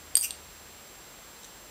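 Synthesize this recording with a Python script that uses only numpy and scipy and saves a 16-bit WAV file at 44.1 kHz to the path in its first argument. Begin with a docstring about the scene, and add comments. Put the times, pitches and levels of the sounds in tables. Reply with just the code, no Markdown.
"""Two coins clink

Pinched in the fingers in a small quiet room, two coins knock together a few times, and the grip quickly
stops their ringing. A rim scrapes briefly over a face, a last tap follows, and later the fingers shift
a coin with faint ticks. The recorder adds hiss, hum and a thin whine, and turns itself down under the
clink. A low drone fades away in the background."""
import sys
import numpy as np
from scipy import signal
from scipy.fft import rfft, irfft, next_fast_len
from scipy.io import wavfile
from scipy.ndimage import uniform_filter1d, map_coordinates

SR = 44100
rng = np.random.default_rng(int(sys.argv[2]) if len(sys.argv) > 2 else 0)


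def unload_audio(sound):
    """Save the sound as a 16-bit wav file, at the path given as the first command line argument."""
    columns = np.transpose(np.atleast_2d(sound))
    # keep every value between -1 and 1, then stretch to whole-number steps
    steps = np.round(np.clip(columns, -1, 1) * 32767)
    wavfile.write(sys.argv[1], SR, steps.astype(np.int16))


N = 74970


# The high notes of a held coin: f/Hz, level/dB relative to the ring, base time to fade by 60 dB/s
COIN_NOTES = [(8000, -24, 0.021), (8626, -1, 0.025), (9600, -34, 0.014), (11140, -28, 0.019),
              (11900, -26, 0.033), (14400, -17, 0.0058)]
# Tone colour of the sharp crack, before each knock tilts it: f/Hz, relative level/dB
CRACK_COLOUR = [(100, -30), (1500, -22), (3000, -8), (3500, -5.5), (4300, 4), (6000, -5.5), (8500, 7),
                (9900, -17), (10600, -19), (11100, 6.5), (12900, -3.5), (15500, -14)]
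# One row per knock; the grip sets the pitch of the lowest note, in which the coin bends:
# t/s, ring level/dB, fade time factor, bend level/dB, bend f/Hz, crack level/dB,
# crack tilt/dB per octave, push level/dB
KNOCKS = [(.1538, -2, 0.85, -17, 4676, -19, -10, -30), (.1696, -13, 1.3, -14, 4820, -5, 1, -13.5),
          (.1763, -20, .7, -30, 4800, -11, 7, -29), (0.1805, -24, 0.5, -21.5, 4845, -20, 12, -42),
          (0.211, -10, 0.66, -39, 4730, -47, 8, -50), (0.2187, -17, 1.2, -34, 4870, -44, -1, -53),
          (0.3075, -17, 0.41, -35, 4620, -25.5, -7.5, -54)]

def clinks():
    """Each knock pushes the air, cracks and sets the coins ringing; the fingers soon still them."""
    out, t = np.zeros(N), np.arange(SR // 8) / SR
    push_s, attack_s, bend_fade_s, crack_fade_s = .00015, .0003, .026, .006
    push = (1 - t / push_s) * np.exp(-t / push_s)
    attack = 1 - np.exp(-t / attack_s)

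    def note(hz, db, fade_s):
        detune = 1 + .002 * rng.normal()
        return amp(db - 60 * t / fade_s) * np.sin(2 * np.pi * hz * detune * t)

    for s, ring_db, stretch, bend_db, bend_hz, crack_db, tilt_db, push_db in KNOCKS:
        bend = note(bend_hz, bend_db, bend_fade_s * stretch)
        ring = sum(note(hz, ring_db + db, fade_s * stretch) for hz, db, fade_s in COIN_NOTES)
        colour = [(hz, db + tilt_db * np.log2(max(hz, 3000))) for hz, db in CRACK_COLOUR]
        crack = noise(colour, len(t)) * amp(crack_db - 60 * t / crack_fade_s)
        add(out, s, (bend + ring) * attack + crack + amp(push_db) * push)
    return out


# How strongly the rim rubs over the face: t/s, relative level/dB
SCRAPE_LEVELS = [(.222, -48), (.227, -34), (.238, -32), (.2425, -35), (.2455, -22), (.251, -33),
                 (.255, -31), (.261, -45), (.275, -58)]
# Where the coins ring when pressed together: f/Hz, width/Hz, relative level/dB
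PRESSED_NOTES = [(2380, 1200, -25), (2745, 144, 4.5), (4800, 300, -4), (6020, 520, 0), (7530, 720, -2),
                 (8570, 680, 4), (9400, 180, -10), (12050, 520, 3), (13200, 1200, -9)]

def scrape():
    """Tiny slips over the raised pattern shake the two coins pressed together."""
    def coin_pair(f):
        return sum((-1) ** k * amp(db) * resonance(f, hz, width)
                   for k, (hz, width, db) in enumerate(PRESSED_NOTES))

    slips_per_s, spread_db, boost_db = 3000, 2.5, 3.5
    slipping = rng.random(N) < slips_per_s / SR
    strength = amp(spread_db * rng.standard_normal(N))
    slips = slipping * strength * rng.choice([-1, 1], N)
    rubbing = filtered(slips * level(SCRAPE_LEVELS), coin_pair)
    return amp(boost_db) * rubbing / np.std(filtered(slips, coin_pair))


# The fingers shift a coin: t/s, level/dB
FINGER_TICKS = [(1.4331, -42), (1.445, -36), (1.4495, -40)]
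# Tone colour of a tick: f/Hz, relative level/dB
TICK_COLOUR = [(300, -24), (2300, -27), (3700, 7), (4900, -16), (6300, 3), (8400, 3), (10000, -22),
               (15000, -32)]

def finger_ticks():
    """A coin makes dry little ticks as the grip changes."""
    out, t = np.zeros(N), np.arange(SR // 20) / SR
    fade_s = .011
    for s, db in FINGER_TICKS:
        add(out, s, amp(db - 60 * t / fade_s) * noise(TICK_COLOUR, len(t)))
    return out


# Echoes from nearby surfaces: delay t/s, relative level/dB
NEAR_ECHOES = [(.0063, -16.5), (.0092, -16), (0.0179, -17)]
# How long the room rings: f/Hz, time to fade by 60 dB/s
TAIL_FADES = [(300, 0.083), (2800, 0.39), (4900, 0.33), (8500, 0.14), (14000, 0.16)]
# Tone colour of that ringing: f/Hz, relative level/dB
TAIL_COLOUR = [(200, -39), (2000, -4), (5000, -3), (8500, 6), (10000, 13), (11500, 3), (15500, 7.5)]

def room(x):
    """Sound bounces off nearby surfaces, then many echoes blur into a short tail."""
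    onset_s, tail_db = .02, -9.5
    hz, t, spectrum = signal.stft(rng.standard_normal(SR // 2), SR, nperseg=256)
    shape = amp(along(TAIL_COLOUR, hz)[:, None] - 60 * t / along(TAIL_FADES, hz)[:, None])
    tail = signal.istft(spectrum * shape, SR, nperseg=256)[1]
    tail *= 1 - np.exp(-(np.arange(len(tail)) / SR / onset_s) ** 3)
    early = filtered(x, lambda f: sum(amp(db) * np.exp(-2j * np.pi * f * s) for s, db in NEAR_ECHOES))
    return early + amp(tail_db) * signal.fftconvolve(x, tail / np.linalg.norm(tail))[:N]


# Mains hum and a faint electrical tone: f/Hz, average (rms) level/dB
STEADY_TONES = [(48.5, -68), (4140, -70)]

def hum_and_whine():
    """The electronics add two steady tones and a trembling whine with its octave."""
    t = np.arange(N) / SR
    whine_hz, tremble_hz = 7560, 30
    tones = sum(amp(db) * np.sin(2 * np.pi * (hz * t + rng.random())) for hz, db in STEADY_TONES)
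    phase = 2 * np.pi * whine_hz * t + .45 * np.sin(2 * np.pi * tremble_hz * t)
    whine = amp(-57.2) * np.sin(phase) + amp(-69) * np.sin(2 * phase)
    return np.sqrt(2) * (tones + whine)


# The low drone dying away: t/s, average (rms) level/dB
DRONE_LEVELS = [(0, -60.5), (.75, -64.5), (1.0, -74), (1.7, -85)]

def drone():
    """A low tone wavers in pitch as it fades."""
    t = np.arange(N) / SR
    pitch_hz, waver_hz, wavers_per_s = 76, 1.9, 8.1
    waver = map_coordinates(rng.standard_normal(64), [t * wavers_per_s])  # a smooth random curve
    phase = 2 * np.pi * np.cumsum(pitch_hz + waver_hz * waver) / SR
    return np.sqrt(2) * level(DRONE_LEVELS) * np.sin(phase)


# Tone colour of the hiss: f/Hz, relative level/dB
HISS_COLOUR = [(20, -25), (31, -20), (42, -2.5), (60, -6), (110, -7.5), (500, -7), (1100, -9), (3200, -13),
               (5500, -15), (6100, -12.5), (6600, -16.5), (8800, -19), (10500, -21), (11350, -16),
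               (11900, -24.5), (12600, -21.5), (13800, -18), (14400, -12), (15500, -31.5)]

def hiss():
    """The recorder makes a soft, even noise of its own."""
    return amp(-50) * noise(HISS_COLOUR, N)


def amp(db):
    """Turn decibels into a number to multiply by."""
    return 10 ** (np.asarray(db) / 20)


def along(points, hz):
    """Read between (f/Hz, value) points, with frequency spaced by octaves."""
    f, values = np.transpose(points)
    return np.interp(np.log(hz + 1), np.log(f + 1), values)


def level(rows):
    """A volume curve through (t/s, level/dB) points, silent outside them."""
    return amp(np.interp(np.arange(N) / SR, *np.transpose(rows), left=-120, right=-120))


def filtered(x, response):
    """Multiply each frequency f in x by response(f)."""
    size = next_fast_len(len(x) + SR // 4)
    return irfft(rfft(x, size) * response(np.fft.rfftfreq(size, 1 / SR)), size)[:len(x)]


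def noise(colour, size):
    """Noise of average (rms) strength 1, shaped by (f/Hz, level/dB) points."""
    x = filtered(rng.standard_normal(size), lambda hz: amp(along(colour, hz)))
    return x / np.sqrt(np.mean(x ** 2) + 1e-20)


def resonance(f, hz, width):
    """A ringing filter that lets through the frequencies near hz."""
    return 1j * f * width / (hz * hz - f * f + 1j * f * width)


def add(track, s, sound):
    """Mix a sound in, starting at s seconds."""
    part = track[round(s * SR):][:len(sound)]
    part += sound[:len(part)]


def scene():
    """Coins, room and background, the same in both channels."""
    coins = clinks() + scrape() + finger_ticks()
    return np.tile(coins + room(coins) + hum_and_whine() + drone() + hiss(), (2, 1))


def record(dry):
    """The recorder turns down just after loud peaks, comes back up, and cuts the highest treble."""
    t = np.arange(N) / SR
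    limit_db, cut_per_db, attack_s, recover_s, top_hz = -21, .48, .016, .034, 15850
    power = np.abs(uniform_filter1d(dry[0] ** 2, size=44))  # averaged over 1 ms
    excess_db = np.maximum(10 * np.log10(power + 1e-12) - limit_db, 0)
    fade = np.exp(-t / recover_s)
    wanted_db = np.maximum.accumulate(cut_per_db * excess_db / fade) * fade  # each peak dies away
    step = 1 / (attack_s * SR)
    cut_db = signal.lfilter([step], [1, step - 1], wanted_db)  # the volume follows a little late
    return np.array([filtered(ch * amp(-cut_db), lambda hz: 1 / (1 + (hz / top_hz) ** 200))
                     for ch in dry])


dry = scene()
out = record(dry)
unload_audio(out)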